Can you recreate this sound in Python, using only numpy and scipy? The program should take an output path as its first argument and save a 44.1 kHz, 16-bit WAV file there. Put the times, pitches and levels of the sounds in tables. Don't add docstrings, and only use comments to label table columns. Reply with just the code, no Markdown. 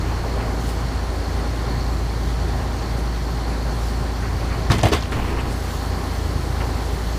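import sys
import numpy as np
from scipy import signal
from scipy.fft import rfft, irfft
from scipy.io import wavfile
from scipy.ndimage import uniform_filter1d

SR = 44100
rng = np.random.default_rng(int(sys.argv[2]) if len(sys.argv) > 2 else 0)


def bounce(signal):
    frames = np.transpose(np.atleast_2d(signal))
    limited = np.clip(frames, -1, 1)
    pcm = np.round(limited * 32767).astype(np.int16)
    wavfile.write(sys.argv[1], SR, pcm)


N = 316638
TIME = np.arange(N) / SR
RING_TIME = np.arange(SR // 2) / SR


# (time [s], thud [dB], knock [dB], knock pitch [Hz], rattle [dB], rattle rise [s])
TRAP_HITS = [(4.7003, -4, -18, 1340, -22.5, .003), (4.712, -19, -29, 1000, -16.5, 0.0055),
             (4.728, -26, -17, 950, -26, .004), (4.738, -11.5, -19, 340, -25, .004),
             (4.778, -12.5, -32, 520, -26, 0.011), (4.8311, -5.5, -6, 706, -19, .003),
             (4.85, -5, -9, 566, -18.5, .008), (4.8625, -18, -6.5, 695, -32, .006),
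             (4.884, -19, -22, 430, -30, .003), (4.916, -15, -8, 413, -19.5, 0.0046),
             (4.929, -14, -8.5, 910, -16.5, 0.0043), (4.946, -17, -18, 784, -28, .004),
             (4.962, -40, -30, 600, -28, 0.0073), (5.022, -19, -23, 900, -30, .005),
             (5.118, -20, -23.5, 403, -28.5, .0062), (5.157, -11.5, -29, 442, -36, .01)]
# (pitch [Hz], level [dB], time to fade 60 dB [s])
DECK_NOTES = [(73.6, -13, 0.8), (105.5, 2, 0.12), (119.5, -6, 0.15), (188.7, -14.5, 0.45),
              (235.4, -8, 0.18), (323.6, -11.5, 0.17)]
# (frequency [Hz], level [dB])
CLASH_SPECTRUM = [(120, -14), (300, 10.5), (1000, 5), (1500, 3), (2200, 1.5), (3500, -0.9), (5200, -7),
                  (7500, -10), (10500, -16), (15500, -22)]

def trap_landing(rattle_fall_s=.023, loose_fall_s=.13, loose_db=-21, mesh_share=.34):
    out = np.zeros(N)
    thud = ring(DECK_NOTES) * np.minimum(RING_TIME / .005, 1)
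    thud /= abs(thud).max()
    for start, thud_db, knock_db, hz, rattle_db, rise in TRAP_HITS:
        contacts = clicks(per_s=1800, spread_db=1.5, size=len(RING_TIME))
        shake = burst(rise, rattle_fall_s) + gain_of(loose_db) * burst(rise, loose_fall_s)
        rattle = coloured(contacts, CLASH_SPECTRUM) * shake + mesh_share * mesh_ring(contacts * shake)
        impact = gain_of(thud_db) * thud + gain_of(knock_db) * frame_knock(hz)
        add(out, start, impact + gain_of(rattle_db) * rattle)
    return out


# (pitch [Hz], level [dB], time to fade 60 dB [s])
FRAME_NOTES = [(318, -7, .11), (402, 0, .1), (446, -1, .1), (595, -3, .09), (680, 0, .08), (755, -2, .09),
               (806, -5, .09), (960, -5, .07), (1073, 0, .08), (1140, -2, .1), (1351, -5, .07),
               (1640, -4, .05), (1845, -4, .06)]

def frame_knock(hz):
    knock = sum((-1) ** k * ring([(pitch, db + hump_db(pitch, hz, octaves=.55), fade_s)])
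                for k, (pitch, db, fade_s) in enumerate(FRAME_NOTES))
    return knock / abs(knock).max()


# (pitch [Hz], level [dB], time to fade 60 dB [s])
MESH_NOTES = [(1060, -4, .1), (1141, -4, .1), (1319, -6, .2), (1852, -4, .18), (2110, -1.5, .14),
              (2261, -4, .11), (2449, -5, .13), (2832, -7, .08), (3068, -5, .11), (3219, -5, .09),
              (3424, -4, .15), (3604, -3, .11), (3950, -5, .08), (4395, -4, .08), (4689, -4, .08),
              (5070, -5, .08), (5510, -8, .06), (6230, -6, .07), (6449, -9, .08), (7101, -9, .06)]

def mesh_ring(strikes):
    mesh = ring([(hz * rng.uniform(.975, 1.025), db + 2.5 * rng.standard_normal(), fade_s)
                 for hz, db, fade_s in MESH_NOTES])
    return signal.fftconvolve(strikes, mesh / np.linalg.norm(mesh))[:len(strikes)]


# (time [s], level [dB], pitch [Hz])
WIRE_SNAPS = [(4.699, -33, 6500), (4.7008, -18.5, 1600), (4.7085, -22, 4800), (4.717, -18, 3600),
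              (4.7195, -18, 5400), (4.7835, -25, 7300), (4.7935, -30, 4000), (4.813, -27, 4500),
              (4.8322, -17.5, 6300), (4.8345, -23, 2600), (4.8535, -31, 9000), (4.8695, -26, 5500),
              (4.8865, -28, 10500), (4.917, -27, 5000), (4.9275, -18, 3800), (4.9345, -21, 5000),
              (4.9355, -28, 12000), (4.949, -27, 7000), (4.975, -27, 3600), (5.009, -32, 5000),
              (5.0245, -26, 4000), (5.035, -32, 2500), (5.057, -30, 2530), (5.079, -41, 9000),
              (5.1145, -35, 8000), (5.122, -31, 2300), (5.409, -36, 7000)]

def wire_snaps(fall_s=.0025, mesh_share=.3):
    out = np.zeros(N)
    for start, db, hz in WIRE_SNAPS:
        noise = focused(rng.standard_normal(len(RING_TIME)), hz, octaves=.6)
        tick = noise * np.exp(-RING_TIME / fall_s)
        add(out, start, gain_of(db) * (tick + mesh_share * mesh_ring(tick)))
    return out


# (start [s], length [s], level [dB], change on the way [dB], brightness [dB per octave])
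TRAP_SLIDES = [(0, 0.43, -40.5, 8, 1), (4.223, 0.33, -46.5, 15, 2), (5.122, 0.34, -23.5, -4.5, 0.5)]
# (frequency [Hz], level [dB])
SCRAPE_SPECTRUM = [(60, 10), (140, -5), (350, 4.5), (600, -6.5), (1000, -3.5), (1400, -11.5), (2300, -11),
                   (3000, -15), (4000, -33), (12000, -35)]

def trap_slides(rise_s=.019, fall_s=.06, dulling_db_per_octave_s=6, judder_db=1.7):
    scrape = coloured(clicks(per_s=1800, spread_db=2.5, size=N), SCRAPE_SPECTRUM)
    hz, t, bands = signal.stft(scrape, SR, nperseg=512)
    octaves_up = np.log2(np.maximum(hz, 600) / 600)[:, None]
    rubbing = np.zeros(bands.shape)
    for start, length, db, change_db, brightness in TRAP_SLIDES:
        age = np.clip(t - start, 0, length)
        contact = np.minimum(age / rise_s, 1) * np.exp(-np.maximum(t - start - length, 0) / fall_s)
        treble_db = octaves_up * (brightness - dulling_db_per_octave_s * age)
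        rubbing += contact * gain_of(db + change_db * age / length + treble_db)
    judder = gain_of(judder_db * wander(t, 35))
    return signal.istft(bands * rubbing * judder, nperseg=512)[1][:N]


# (time [s], knock [dB], pitch [Hz], scuff [dB], scuff rise [s])
BOAT_BUMPS = [(.108, -27, 850, -30, .014), (.162, -32, 1300, -35, .012), (.233, -25, 760, -29.5, .014),
              (.258, -23, 480, -34, .006), (.298, -29, 600, -35, .01), (.332, -28, 340, -33, .01),
              (.367, -25, 730, -32, .008), (.397, -36, 2000, -36, .006), (.44, -29, 640, -34, .01),
              (.472, -30, 900, -34, .008), (4.224, -29, 1730, -36, .037), (4.514, -28, 1650, -34, .0096),
              (5.119, -29, 1600, -26.5, .009), (5.182, -26, 900, -32, .012), (5.308, -25, 420, -32, .008),
              (5.384, -38, 2700, -31.5, .008), (5.405, -30, 1100, -32, .008),
              (6.602, -33, 1700, -30.5, .012), (6.616, -32, 900, -29, .01), (6.624, -34, 400, -30.5, .006)]
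# (frequency [Hz], level [dB])
SCUFF_SPECTRUM = [(150, -6), (450, 3), (800, 0), (1100, -3), (1400, -1.5), (1800, -4), (2900, -4),
                  (3600, -19), (12000, -31)]

def bumps():
    out = np.zeros(N)
    for start, knock_db, hz, scuff_db, rise in BOAT_BUMPS:
        grit = coloured(clicks(per_s=3000, spread_db=2.5, size=len(RING_TIME)), SCUFF_SPECTRUM)
        scuff = focused(grit, hz, octaves=.96) * burst(rise, fall_s=.015)
        add(out, start, gain_of(knock_db) * frame_knock(hz) + gain_of(scuff_db) * scuff)
    return out


# (multiple of the cycle rate, level [dB])
STRONG_TONES = [(6, -23.7), (9, -33.5), (12, -37.5), (14, -45), (18, -42), (25, -47), (27, -48.5),
                (28, -47.5), (30, -49.5), (39, -51), (40, -50.5), (42, -50.5), (44, -53), (48, -51),
                (54, -53), (66, -53.5), (80, -54), (81, -49.5), (84, -51.5), (86, -51.5), (87, -48.5),
                (101, -55), (108, -55), (112, -52.5), (115, -56), (138, -57), (150, -58), (192, -58)]
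# (frequency [Hz], level [dB])
WEAK_TONES = [(10, -80), (50, -62), (100, -53), (160, -58), (200, -54), (400, -57), (520, -61), (620, -58),
              (780, -57), (900, -60), (1100, -60), (1250, -66), (1450, -66), (2000, -69), (2600, -80)]
# (time [s], change [dB], extra for the lope [dB])
DRONE_CHANGES = [(0, -2, 5.5), (.7, -.2, -1), (1.3, -1, 5), (1.7, -0.5, -5), (1.95, 1.3, 2), (2.15, 0, -15),
                 (2.45, 1.5, 4), (2.75, -1.5, 3), (3.05, 1.5, -8), (3.3, -.6, -7), (3.7, 1.5, -10),
                 (4.2, -.8, 1.5), (4.6, 0, 2.5), (5.5, -1.5, 3), (5.9, -3.3, 6.5), (6.7, -2.1, 6.5),
                 (7.18, -1, -3)]
# (time [s], share of the turn [0-1])
LISTENER_TURN = [(4.6, 0.083), (6.2, 1)]

def diesel(cycles, turn, uneven_db=.5, clatter_lift_db=1.2):
    multiple = np.arange(2 ** 13 + 1)
    firing, lope, octave, clatter = multiple == 6, multiple == 9, multiple == 12, multiple >= 20
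    level_db = spectrum_at(WEAK_TONES, multiple * CYCLES_PER_S)
    level_db += uneven_db * rng.standard_normal(len(multiple))
    for k, db in STRONG_TONES:
        level_db[k] = db + clatter_lift_db * clatter[k]
    phase = np.where(firing | lope, .5, rng.random(len(multiple))) * ~octave
    tones = gain_of(level_db) * np.exp(2j * np.pi * phase) * (multiple > 0) * (multiple < 300)
    drone_db = curve(DRONE_CHANGES)
    groups = ((~lope & ~octave & ~clatter, drone_db + .2 * wander(TIME, 11)),
              (lope, drone_db + curve(DRONE_CHANGES, column=2)),
              (octave, drone_db - 25 * turn),
              (clatter, 1.4 * wander(TIME, 9)))
    out = np.zeros(N)
    for group, change_db in groups:
        pattern = irfft(tones * group) * len(multiple) * np.sqrt(2)
        place_in_cycle = np.linspace(0, 1, len(pattern), endpoint=False)
        out += np.interp(cycles % 1, place_in_cycle, pattern) * gain_of(change_db)
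    return out


# (frequency [Hz], level [dB])
ROAR_SPECTRUM = [(5, -26), (25, -14), (50, -2.5), (80, -6), (115, -11.5), (170, -4), (330, -5), (420, -7),
                 (520, -9.5), (780, -12), (1080, -12), (1220, -14), (2050, -18), (2550, -24), (3700, -25.5),
                 (5600, -25.5), (15500, -50.5)]
# (frequency [Hz], level [dB])
RUMBLE_SPECTRUM = [(20, -28), (40, -6), (72, -6.5), (100, -5), (116, -1.5), (135, -5.5), (160, -14),
                   (400, -53), (2000, -100)]

def wake(cycles, turn, roar_db=-32, rumble_db=-31):
    surge_db = -.3 * wander(TIME, 1.47)
    roar = churn(ROAR_SPECTRUM, patchy_db=1.1, flicker_db=-.07) * gain_of(roar_db + surge_db)
    chug = unit_level(1 + (.2 + .45 * turn) * np.cos(2 * np.pi * 3 * cycles))
    rumble = coloured(rng.standard_normal(N), RUMBLE_SPECTRUM) * chug
    return roar + rumble * gain_of(rumble_db + .5 * turn + surge_db)


# (frequency [Hz], level [dB])
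SPRAY_SPECTRUM = [(500, -28), (1500, -14), (3000, 8), (6500, 3), (10000, 0), (15500, -4.5)]
# (peak time [s], level [dB], rise [s], fall [s])
WATER_SPLASHES = [(.70, -38.5, 0.069, 0.039), (2.99, -45, .02, .035), (3.88, -42, .13, .08),
                  (5.53, -43, .025, 0.051), (5.71, -41, 0.1, 0.24)]

def spray(turn, steady_db=-47.5, drop_share=.76):
    fizz = churn(SPRAY_SPECTRUM, patchy_db=3, flicker_db=.56)
    drops = coloured(clicks(per_s=2100, spread_db=1.5, size=N), SPRAY_SPECTRUM)
    power = gain_of(steady_db + 4 * turn) ** 2
    for peak, db, rise, fall in WATER_SPLASHES:
        splash = np.exp(np.minimum((TIME - peak) / rise, (peak - TIME) / fall))
        power += (gain_of(db) * splash) ** 2
    return unit_level(fizz + drop_share * drops) * np.sqrt(power)


def propeller(cycles, turn, blades_per_cycle=8.33):
    level_db = -45 + 4.5 * turn + 1.5 * wander(TIME, 5)
    return gain_of(level_db) * np.sqrt(2) * np.sin(2 * np.pi * blades_per_cycle * cycles)


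# (centre [Hz], width [Hz], level [dB])
HISS_BANDS = [(4320, 390, -0.5), (4364, 130, -6), (4710, 87, -8)]
# (time [s], boost [dB])
HISS_SWELLS = [(1.22, 2.8), (1.77, 3), (2.85, 3.4), (3.44, 3), (6.17, 2.4)]

def air_hiss(cycles, level_db=-48.5, swell_s=.074):
    hz = np.fft.rfftfreq(N, 1 / SR)
    hiss = np.zeros(N)
    for centre, width, db in HISS_BANDS:
        band = rfft(rng.standard_normal(N)) / (1 + 2 * ((hz - centre) / width) ** 2)
        hiss += gain_of(db) * unit_level(irfft(band, N))
    throb = 1 + .33 * np.cos(2 * np.pi * 6 * cycles)
    swells_db = sum(db * np.exp(-((TIME - peak) / swell_s) ** 2) for peak, db in HISS_SWELLS)
    return hiss * throb * gain_of(level_db + swells_db + .5 * wander(TIME, 14))


# (peak time [s], level [dB], pitch [Hz])
AIR_WHISTLES = [(1.72, -42, 4320), (1.802, -46, 4400), (1.933, -48, 4280)]

def air_whistles(half_length_s=.014, sag_hz_per_s=4000):
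    out, t = np.zeros(N), RING_TIME - RING_TIME.mean()
    for peak, db, hz in AIR_WHISTLES:
        tone = np.sqrt(2) * np.sin(2 * np.pi * np.cumsum(hz - sag_hz_per_s * t) / SR)
        add(out, peak + t[0], gain_of(db) * tone * np.exp(-(t / half_length_s) ** 2))
    return out


def churn(spectrum, patchy_db, flicker_db):
    _, t, bands = signal.stft(rng.standard_normal(N), SR, nperseg=1024, noverlap=768)
    patches = uniform_filter1d(rng.standard_normal(bands.shape), size=14, axis=0)
    patches = unit_level(uniform_filter1d(patches, size=10, axis=1))
    bands *= gain_of(patchy_db * patches + flicker_db * wander(t, 30))
    return coloured(signal.istft(bands, nperseg=1024, noverlap=768)[1][:N], spectrum)


def ring(notes):
    return sum(gain_of(db - 60 * RING_TIME / fade_s) * np.sin(2 * np.pi * hz * RING_TIME)
               for hz, db, fade_s in notes)


def clicks(per_s, spread_db, size):
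    force = gain_of(spread_db * np.minimum(rng.exponential(1, size), np.pi)) * rng.choice([-1, 1], size)
    return unit_level(force * (rng.random(size) < per_s / SR))


def burst(rise_s, fall_s):
    attack = np.sqrt(np.minimum(RING_TIME / rise_s, 1))
    return attack * np.exp(-np.maximum(RING_TIME - rise_s, 0) / fall_s)


def wander(t, top_hz):
    rates = np.geomspace(top_hz / 10, top_hz, 20)
    return unit_level(sum(np.sin(2 * np.pi * (hz * t + rng.random())) / np.sqrt(hz) for hz in rates))


def coloured(x, spectrum):
    hz = np.fft.rfftfreq(len(x), 1 / SR)
    return unit_level(irfft(rfft(x) * gain_of(spectrum_at(spectrum, hz)), len(x)))


def focused(x, centre_hz, octaves):
    hz = np.fft.rfftfreq(len(x), 1 / SR)
    return unit_level(irfft(rfft(x) * gain_of(hump_db(hz, centre_hz, octaves)), len(x)))


def hump_db(hz, centre_hz, octaves):
    return -np.minimum(10 * (np.log2((hz + 1) / centre_hz) / octaves) ** 2, 60)


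def spectrum_at(spectrum, hz):
    table_hz, db = np.transpose(spectrum)
    return np.interp(np.log(hz + 1), np.log(table_hz + 1), db)


def curve(rows, column=1):
    columns = np.transpose(rows)
    return np.interp(TIME, columns[0], columns[column])


def gain_of(db):
    return 10 ** (np.asarray(db) / 20)


def unit_level(x):
    return x / np.sqrt(np.mean(x ** 2) + 1e-20)


def add(mix, start_s, sound):
    part = mix[round(start_s * SR):][:len(sound)]
    part += sound[:len(part)]


CYCLES_PER_S, SPEED_DRIFT = 9.376, .0004

def scene():
    cycles = np.cumsum(CYCLES_PER_S * (1 + SPEED_DRIFT * wander(TIME, 2.01))) / SR
    turn = curve(LISTENER_TURN)
    engine = diesel(cycles, turn) + air_hiss(cycles) + air_whistles()
    water = wake(cycles, turn) + spray(turn) + propeller(cycles, turn)
    traps = trap_landing() + wire_snaps() + bumps() + trap_slides()
    return (traps + engine + water)[None]


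def record(dry, threshold_db=-16, squeeze=.45, recovery_db_per_s=13, ceiling=.75, top_hz=15450):
    power_db = 10 * np.log10(abs(uniform_filter1d(dry[0] ** 2, size=700, origin=349)) + 1e-12)
    recovery_db = TIME * recovery_db_per_s
    held_db = np.maximum.accumulate(power_db + recovery_db) - recovery_db
    excess_db = np.maximum(held_db - threshold_db, 0)
    dipped = dry / gain_of(squeeze * uniform_filter1d(excess_db, size=300, origin=149))
    rounded = dipped / (1 + (dipped / ceiling) ** 6) ** (1 / 6)
    treble_cut = signal.firwin(801, top_hz, window=("kaiser", 9), fs=SR)
    return signal.oaconvolve(rounded, treble_cut[None], "same")


dry = scene()
out = record(dry)
bounce(out)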